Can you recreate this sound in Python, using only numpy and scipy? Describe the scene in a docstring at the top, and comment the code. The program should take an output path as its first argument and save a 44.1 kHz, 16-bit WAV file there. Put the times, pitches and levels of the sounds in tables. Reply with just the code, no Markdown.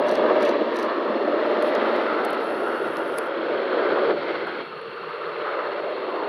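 """An airfield, with a four-bladed helicopter flying away through gusty air.
Its blades throb in a broad rush of stirred air and turbine noise that also bounces off the ground.
The tail rotor and gearbox add faint tones, and late on the sound briefly turns hollow.
Nearby, a still camera clicks through three frames and a zoom lens by the microphone ticks and whirs.
A low breeze murmurs underneath."""
import sys
import numpy as np
from scipy import signal
from scipy.fft import rfft, irfft
from scipy.io import wavfile
from scipy.ndimage import uniform_filter1d

SR = 44100
rng = np.random.default_rng(int(sys.argv[2]) if len(sys.argv) > 2 else 0)


def master_out(mix):
    """Clip the mix to full scale and print it as 16-bit PCM to the path in sys.argv[1]."""
    frames = np.transpose(np.atleast_2d(mix))
    ceiling = np.clip(frames, -1, 1)
    pcm = np.round(ceiling * 32767).astype(np.int16)
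    wavfile.write(sys.argv[1], SR, pcm)


N = 276948
TIME = np.arange(N) / SR  # seconds


# The blade beat slows as the helicopter speeds away. Each row: time in seconds, blades heard per second.
BLADE_RATE = [(0, 16.52), (1.5, 16.41), (2.5, 16.25), (4, 16.08), (6.3, 16.02)]

def helicopter():
    """Rushing air, tail rotor, gears and turbines; the main rotor sets the beat."""
    passes = np.cumsum(in_time(BLADE_RATE)[0]) / SR + .05  # running count of blades gone by
    return treble_dips(rush(passes) + tail_rotor(passes) + gearbox(passes) + turbines())


# The rush swells and fades in the moving air.
# Each row: time in seconds, then base levels in dB of the dull wake, the swish and the turbine jet.
RUSH_LEVELS = [(0.0, -24, -28.5, -39.5), (.06, -28.5, -29, -38), (.1, -23, -28.5, -37),
               (.14, -27.5, -31.5, -36.5), (0.23, -22, -26.5, -36.5), (0.48, -21, -27, -33.5),
               (0.6, -23, -32, -38), (0.84, -25.5, -31, -36.5), (.93, -24.5, -28, -39),
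               (1.31, -22, -33, -38.5), (1.42, -23, -32, -36.5), (1.85, -22, -27, -34.5),
               (2.24, -26, -28.5, -37), (2.5, -25.5, -32, -39.5), (3.27, -29.5, -32, -41.5),
               (3.5, -24.5, -32, -38), (3.67, -27, -31, -38.5), (3.75, -23.5, -28.5, -37.5),
               (4.07, -22, -29, -36.5), (4.112, -19, -26, -35.5), (4.135, -23, -35, -41),
               (4.18, -29.5, -36.5, -39), (4.3, -27.5, -32, -35), (4.47, -30.5, -32.5, -39.5),
               (4.52, -33, -34.5, -39), (4.61, -29, -36, -40), (4.66, -39.5, -39.5, -45.5),
               (5.2, -32, -36.5, -42), (5.48, -29, -30.5, -39), (5.95, -29.5, -36, -41.5),
               (6.28, -25, -32.5, -41.5)]
# How much each blade swells the sound. Each row: time in seconds, wake depth, swish depth (both 0 to 1).
THROB_DEPTHS = [(0, 0.23, 0.04), (1.1, 0.21, 0.14), (1.8, .11, 0.05), (2.5, 0.13, 0.1), (3.2, 0.09, 0),
                (3.9, 0.07, 0.14), (4.6, 0.1, 0.23), (6.28, 0.04, 0.14)]

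def rush(passes):
    """Blades cut rough air and the turbines blow into it; the wake throbs just after the swish."""
    wake_db, swish_db, jet_db = in_time(RUSH_LEVELS)
    wake_depth, swish_depth = in_time(THROB_DEPTHS)
    eddies = drift(53)  # small swirls of air roughen wake, swish and jet together
    wake = blade_wake(wake_db, eddies) * throb(passes, wake_depth, lag=0.16, sharp=1.3)
    swish = blade_swish(swish_db, eddies) * throb(passes, swish_depth, lag=0.033, sharp=1.0)
    jet = turbine_jet(jet_db, eddies) * throb(passes, .5 * swish_depth, lag=0.05, sharp=0.58)
    return wake + swish + jet


def throb(passes, depth, lag, sharp):
    """A swell for every blade, no two equally strong; lag is a share of the gap between blades."""
    turn = passes - lag
    strength = np.interp(turn, np.arange(N), from_db(2.2 * rng.standard_normal(N)))
    swell = strength * np.exp(sharp * (np.cos(2 * np.pi * turn) - 1))
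    return rms_one(1 + depth * rms_one(swell - swell.mean()) / np.sqrt(2))


# The tone colour of the low rush. Each row: frequency in Hz, relative level in dB.
WAKE_COLOUR = [(60, -58.5), (100, -53.5), (150, -33.5), (190, -18.5), (230, -6.5), (280, -5), (345, 2.5),
               (420, 1.5), (530, 1), (620, -4.5), (690, -4.5), (780, -11), (1100, -14.5)]
FLUTTER_HZ = 3.3  # rough air on the way makes the level flutter

def blade_wake(wake_db, eddies):
    """The dull air behind the blades, over a rumble that sinks as the helicopter leaves."""
    rumble_db = -31.5 + 0.91 * (wake_db - wake_db.mean()) - 1.98 * TIME - 23 * hollow()
    rumble = from_db(rumble_db + drift(4.5)) * airborne(WAKE_COLOUR, 130, 333)
    level = from_db(wake_db - 1.56 + drift(FLUTTER_HZ) + .5 * drift(42) + 0.24 * eddies)
    air = airborne(WAKE_COLOUR, 332, 874)
    narrow_band = rms_one(resonate(air, hz=455, width=72))
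    narrowing = 0.77 * hollow() ** 2
    return rumble + level * (air + narrowing * (narrow_band - air))


# The tone colour of swish, jet and hiss. Each row: frequency in Hz, relative level in dB.
BRIGHT_COLOUR = [(600, -6), (950, -11), (1300, -11), (1650, -16.5), (2000, -17), (2450, -22.5), (2700, -21),
                 (2900, -23.5), (3250, -22), (3900, -26), (4300, -31), (4750, -38.5), (6000, -50),
                 (7700, -50)]
# The swish has a peak that moves as the rotor turns away.
# Each row: time in seconds, pitch in Hz, share of the power from 0 to 1.
SWISH_PEAK = [(0, 869, 0.4), (.55, 900, 0.23), (1, 1135, 0.38), (1.5, 1230, 0.04), (1.899, 1306, 0.1),
              (2.8, 1370, 0.63), (3.3, 1381, 0.26), (3.749, 1526, 0.18), (4.098, 1406, .05),
              (4.45, 1505, 0.31), (4.75, 1266, 0.6), (5.1, 1285, 0.35), (5.501, 1251, 0.3),
              (5.85, 1250, 0.23), (6.28, 945, 0.44)]

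def blade_swish(swish_db, eddies):
    """The blade edges slice the air with a fluttering swish."""
    level = from_db(swish_db + drift(FLUTTER_HZ) + 0.45 * drift(45) + 0.32 * eddies)
    return level * gathered(airborne(BRIGHT_COLOUR, 802, 1800), SWISH_PEAK, width=305)


# At times the jet whooshes. Each row: time in seconds, pitch in Hz, share of the power from 0 to 1.
JET_PEAK = [(0, 1848, 0), (0.801, 1803, 0.29), (1.5, 1881, 0.33), (1.85, 2040, 0.25), (2.15, 2020, 0.32),
            (2.6, 2000, 0.04), (3.9, 1949, 0.05), (4.15, 2100, 0.05), (4.3, 2110, 0.4), (4.7, 2137, 0),
            (5.2, 2147, 0.16), (5.55, 2135, 0.23), (6.28, 2104, 0.03)]

def turbine_jet(jet_db, eddies):
    """The exhaust rushes and hisses; with distance the air soaks up the hiss, its thin top fastest."""
    level = from_db(jet_db - 0.8 + 0.93 * drift(70) + .5 * eddies)
    jet = level * gathered(airborne(BRIGHT_COLOUR, 1596, 4600, order=11), JET_PEAK, width=340)
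    swing_db = jet_db - jet_db.mean()
    hiss = from_db(-58.5 + 1.2 * swing_db - 0.5 * TIME) * airborne(BRIGHT_COLOUR, 4520, 5560, order=12)
    top = from_db(-63 + swing_db - 1.5 * TIME) * noise(BRIGHT_COLOUR, 5400, 6700)
    return jet + hiss + top


# The bounce off the ground comes sooner towards the horizon and flips over at a shallow angle.
# Each row: time in seconds, delay in milliseconds, strength from -1 to 1 (below 0 is flipped).
GROUND_BOUNCE = [(0, 1.8, 0.28), (1.9, 1.65, 0.015), (2.6, 1.1, 0.19), (3.4, 1.09, -0.22),
                 (4.9, 1.09, -0.12), (6.28, 0.67, 0.036)]

def airborne(colour, low, high, order=7):
    """Rushing noise plus its late copy from the ground, held at a steady level."""
    direct = noise(colour, low, high, order)
    delay_ms, strength = in_time(GROUND_BOUNCE)
    bounce = strength * np.interp(TIME - delay_ms / 1000, TIME, direct)
    sooner_bounce = 0.19 * hollow() * np.interp(TIME - 0.00071, TIME, direct)
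    heard = direct + bounce + sooner_bounce
    slow_power = uniform_filter1d(uniform_filter1d(heard ** 2, 5000), 2500)
    return heard / np.sqrt(slow_power)


def hollow():
    """From 0 to 1: rumble and tail tones drop, the wake narrows and a second bounce joins."""
    return envelope(start=4.64, attack=0.18, hold=0.3, release=0.9)


# The tail rotor's tones. Each row: multiple of its blade rate, relative level in dB.
TAIL_TONES = [(1, -70), (2, -60), (3, -50.5), (4, -42.5), (5, -41)]
TAIL_PASSES_PER_MAIN_PASS = 4.6

def tail_rotor(passes):
    """Geared to the main rotor, it hums with tones that rise and fall with the wake."""
    beam_db = 12.5 * np.exp(-TIME / 0.99)  # an extra beam of sound fades as the tail turns
    level_db = in_time(RUSH_LEVELS)[0] + 18.5 + beam_db - 17 * hollow() ** 2
    phase = 2 * np.pi * passes * TAIL_PASSES_PER_MAIN_PASS
    tones = sum(from_db(db + 3.1 * drift(3.9)) * np.sin(k * phase + 0.24 * k * drift(2.5))
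                for k, db in TAIL_TONES)
    return from_db(level_db) * tones


# The gear whines change as the helicopter turns.
# Each row: time in seconds, level of the low whine in dB, level of the high whine in dB.
GEAR_LEVELS = [(0, -23.5, -40), (.45, -24, -35.5), (.75, -35, -41.5), (1.7, -24.5, -58),
               (2.801, -40, -50.5), (4, -29, -47), (4.25, -37.5, -54), (4.7, -57.5, -57), (5.3, -38, -55),
               (5.9, -31, -52), (6.28, -48, -43)]

def gearbox(passes):
    """Two gear whines follow the rotor's speed and throb with the wake."""
    speed = in_time(BLADE_RATE)[0] / 16.4
    low_db, high_db = in_time(GEAR_LEVELS)
    low = from_db(low_db) * whine(597 * speed, width=67)
    high = from_db(high_db) * whine(944 * speed, width=29)
    return (low + high) * throb(passes, in_time(THROB_DEPTHS)[0], lag=0.13, sharp=1.6)


# One low whine, then a high one from each of the two engines. 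Each row: pitch in Hz, width in Hz.
TURBINE_WHINES = [(2715, 190), (4260, 110), (4440, 200)]
# They change as the engines turn. Each row: time in seconds, then the three whines' levels in dB.
TURBINE_LEVELS = [(0, -49, -57, -66), (.7, -54, -58.5, -61), (1.3, -50.5, -54, -65), (2.4, -52.5, -56, -58),
                  (3.2, -55.5, -64, -71), (3.7, -55.5, -56, -56), (4.3, -59.5, -55, -55.5),
                  (4.9, -50.5, -58, -60), (5.5, -54, -56, -62), (6.28, -51.5, -54.5, -58)]

def turbines():
    """The spinning turbines make blurred whines, each wavering in pitch on its own."""
    return sum(from_db(db) * whine(hz + 35 * drift(5), width)
               for (hz, width), db in zip(TURBINE_WHINES, in_time(TURBINE_LEVELS)))


# Two dips in the treble. Each row: frequency in Hz, width in Hz, depth from 0 to 1.
TREBLE_DIPS = [(3593, 130, 0.7), (4046, 170, 0.9)]
LONG_ZOOM_START_S, LONG_ZOOM_HOLD_S = 2.42, 0.73

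def treble_dips(sound):
    """Narrow bands of the helicopter's treble sink while the lens makes its long run."""
    sunk = envelope(LONG_ZOOM_START_S, 0.15, LONG_ZOOM_HOLD_S, .04)
    for hz, width, depth in TREBLE_DIPS:
        sound = sound - depth * sunk * resonate(sound, hz, width)
    return sound


# When the shutter is released. Each entry: start in seconds.
FRAME_STARTS = [0.0700, 0.4076, 0.7453]
# The mirror and shutter clicks of one frame.
# Each row: seconds after the release, relative level in dB, extra dB for the low knock.
SHUTTER_CLICKS = [(0, -38.5, -8), (0.0148, -38, 3), (0.0217, -36, 4.5), (.025, -45, -2),
                  (0.0432, -31.5, -1.5), (.0515, -37, -1), (.0625, -48, 3), (.0705, -47, 0),
                  (.0785, -45, -1), (0.0812, -44, 3), (0.0848, -35, 1.5), (.0965, -51, 0), (.104, -44, -2)]
# The spring and winder rattle. Each row: seconds after the release, relative level in dB.
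WINDER_LEVELS = [(-.012, -71), (0.017, -54), (.035, -63), (.06, -56), (.085, -52), (.1, -63), (.125, -69)]
# How the camera body rings. Each row: pitch in Hz, width in Hz, relative level in dB.
CAMERA_RINGS = [(4360, 940, 12), (5750, 440, 6.5), (8470, 360, 2), (9870, 330, -4.5), (11000, 380, -7.5),
                (12350, 450, -9)]
WINDER_TEETH_PER_S = 900  # on average

def still_camera():
    """Each frame clicks through the same cycle while the winder's teeth rattle the same body."""
    clicks = [(start + s, db, knock_db) for start in FRAME_STARTS for s, db, knock_db in SHUTTER_CLICKS]
    tick, knock = contacts(clicks, decay_s=0.0014)
    after, winder_db = np.transpose(WINDER_LEVELS)
    level = sum(np.interp(TIME - start, after, from_db(winder_db), 0, 0) for start in FRAME_STARTS)
    catches = rng.random(N) < WINDER_TEETH_PER_S / SR
    teeth = level * rms_one(catches * rng.choice([-1, 1], N))
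    return from_db(0.5) * body(CAMERA_RINGS, tick + teeth, knock + teeth, top_hz=12000, low_rings=2)


# The lens motor's runs. Each row: start, rise, hold and fall in seconds, then relative level in dB.
MOTOR_RUNS = [(1.1, .4, .25, .1, -70), (1.622, 0.02, 0.044, 0.042, -56.5), (1.769, 0.061, 0.58, .1, -66),
              (2.397, .008, 0.86, 0.032, -59.5), (3.15, .025, .005, 0.028, -49)]
# The tone colour of its whir. Each row: frequency in Hz, relative level in dB.
MOTOR_COLOUR = [(5000, 0), (7000, -12), (7800, -9.5), (9000, -1.5), (10100, -2.5), (11000, -4.5),
                (11700, -9), (12400, -8.5), (13900, -14), (14800, -12), (15800, -15.5)]
# The lens barrel's clicks. Each row: start in seconds, relative level in dB, extra dB for the low knock.
BARREL_CLICKS = [(1.6245, -21, -1), (1.7432, -39, -10), (1.7515, -37, 19), (1.962, -33, 6),
                 (2.2495, -14.5, -9), (2.252, -19, -2), (2.3055, -23, -15), (2.3315, -26, 4),
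                 (2.3472, -34, -5), (2.9692, -25.5, 5), (3.182, -16, -9), (3.1853, -7, -4),
                 (4.4712, -32, -10), (4.815, -39, -13)]
# How the lens housing rings. Each row: pitch in Hz, width in Hz, relative level in dB.
LENS_RINGS = [(2000, 1250, 3), (4500, 1500, -3), (5900, 1000, -12.5), (8940, 1700, -4.5), (9860, 540, -4.5),
              (10850, 550, -5.5), (12600, 1100, -9), (14800, 970, -12)]

def zoom_lens():
    """A small motor whirs and sings under load; the barrel clicks as it starts and stops."""
    runs = [from_db(db) * envelope(*timing) for *timing, db in MOTOR_RUNS]
    level = np.maximum(from_db(-73.5), np.max(runs, axis=0))  # it idles faintly between runs
    grain = from_db(2.2 * drift(120) - 1.0)
    whir = level * grain * noise(MOTOR_COLOUR, 5000, 17000)
    long_run = envelope(LONG_ZOOM_START_S, 0.03, LONG_ZOOM_HOLD_S, 0.08)
    singing = long_run * from_db(-65) * whine(10450, width=450)
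    tick, knock = contacts(BARREL_CLICKS, decay_s=0.00083)
    return whir + singing + from_db(-4.5) * body(LENS_RINGS, tick, knock, top_hz=12200, low_rings=3)


def contacts(clicks, decay_s, size=1500):
    """Parts meet in tiny rattles; returns the pushes on a body's high rings and low rings."""
    t = np.arange(size) / SR
    after_ring = from_db(-24.5) * np.exp(-t / 0.0054)
    rattles = rng.choice([-1, 1], (len(clicks), size)) * (np.exp(-t / decay_s) + after_ring)
    tick, knock = np.zeros((2, N))
    for (s, db, knock_db), rattle in zip(clicks, rattles):
        at = round(s * SR)
        tick[at:at + size] += from_db(db) * rattle
        knock[at:at + size] += from_db(db + knock_db) * rattle
    return tick, knock


def body(rings, tick, knock, top_hz, low_rings):
    """Knocks sound the lowest rings and ticks the rest; plastic muffles the very top."""
    ringing = sum(from_db(db) * resonate(knock if k < low_rings else tick, hz, width)
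                  for k, (hz, width, db) in enumerate(rings))
    return signal.sosfilt(signal.butter(5, top_hz, fs=SR, output="sos"), ringing)


# The tone colour of the breeze. Each row: frequency in Hz, relative level in dB.
BREEZE_COLOUR = [(50, -33.5), (75, -24.5), (110, -10), (165, 1.5), (225, -2.5), (290, -9), (500, -20)]
# The gusts. Each row: time of the peak in seconds, dB added to the breeze.
GUSTS = [(2.87, 9.5), (3.65, -0.5), (4.171, 13), (4.57, 6.5)]
GUST_RISE_S, GUST_FALL_S = 0.066, 0.12

def breeze():
    """Air over the field builds from calm to a lumpy murmur; gusts rise quickly and die away."""
    level_db = np.interp(TIME, [0, 3.1], [-67.5, -55])
    for s, db in GUSTS:
        level_db += db * np.exp(-np.maximum((s - TIME) / GUST_RISE_S, (TIME - s) / GUST_FALL_S))
    return from_db(level_db + 2.9 * drift(8.5)) * noise(BREEZE_COLOUR, 60, 550)


def from_db(db):
    """Turns decibels into a factor to multiply by."""
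    return 10 ** (np.asarray(db) / 20)


def rms_one(x):
    """Scales a signal to an average power of 1."""
    return x / np.sqrt(np.mean(x ** 2) + 1e-20)


def in_time(rows):
    """Joins a table's rows with straight lines: one curve for each column after the time."""
    seconds, *columns = np.transpose(rows)
    return [np.interp(TIME, seconds, column) for column in columns]


def envelope(start, attack, hold, release):
    """Rises from 0 to 1, holds and falls back; times are in seconds."""
    return np.interp(TIME, start + np.cumsum([0, attack, hold, release]), [0, 1, 1, 0])


def drift(rate_hz, size=16384):
    """A random wobble about 1 in size, mostly slower than rate_hz."""
    hz = np.arange(size // 2 + 1) * SR / N
    spectrum = rfft(rng.standard_normal(size)) / (1 + (hz / rate_hz) ** 2)
    return np.interp(np.linspace(0, size - 1, N), np.arange(size), rms_one(irfft(spectrum, size)))


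def noise(colour, low, high, order=7):
    """Noise of a given tone colour between two soft edges in Hz; a higher order makes them steeper."""
    hz = np.maximum(np.arange(N // 2 + 1) * SR / N, 1)
    points, db = np.transpose(colour)
    shape = from_db(np.interp(np.log(hz), np.log(points), db))
    edges = np.sqrt((1 + (low / hz) ** (2 * order)) * (1 + (hz / high) ** (2 * order)))
    return rms_one(irfft(rfft(rng.standard_normal(N)) * shape / edges, N))


def resonate(x, hz, width):
    """Lets one band ring through; the narrower it is, the longer it rings."""
    r = np.exp(-np.pi * width / SR)
    feedback = [1, -2 * r * np.cos(2 * np.pi * hz / SR), r * r]
    return signal.lfilter(np.array([1, 0, -1]) * (1 - r * r) / 2, feedback, x + 1e-18)


def whine(hz, width):
    """A steady or gliding tone, blurred by random wobble over about width Hz."""
    cycles = np.cumsum(hz * np.ones(N)) / SR
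    blur = drift(width / 2) + 1j * drift(width / 2)
    return rms_one(np.real(blur * np.exp(2j * np.pi * cycles)))


def gathered(air, peak, width):
    """Trades a share of a noise's power for a blurred tone at a moving pitch."""
    hz, share = in_time(peak)
    return np.sqrt(1 - share) * air + np.sqrt(share) * whine(hz, width)


def scene():
    """The helicopter, the breeze, the camera and the lens over a faint steady hush, in mono."""
    hush = from_db(-79) * noise([(20, -24), (50, -22), (72, -7), (200, -3), (8000, -22)], 15, 15000)
    return (helicopter() + breeze() + still_camera() + zoom_lens() + hush)[None]


def record(dry):
    """The microphone's opening carves a dip in the treble; deep bass and the very top are cut."""
    notched = signal.lfilter(*signal.iirnotch(7570, Q=2.04, fs=SR), dry)
    sound = notched + from_db(-9.5) * (dry - notched)
    sound = signal.sosfilt(signal.butter(2, 62, "high", fs=SR, output="sos"), sound)
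    return signal.sosfilt(signal.ellip(10, .1, 80, 15800, fs=SR, output="sos"), sound)


dry = scene()
out = record(dry)
master_out(out)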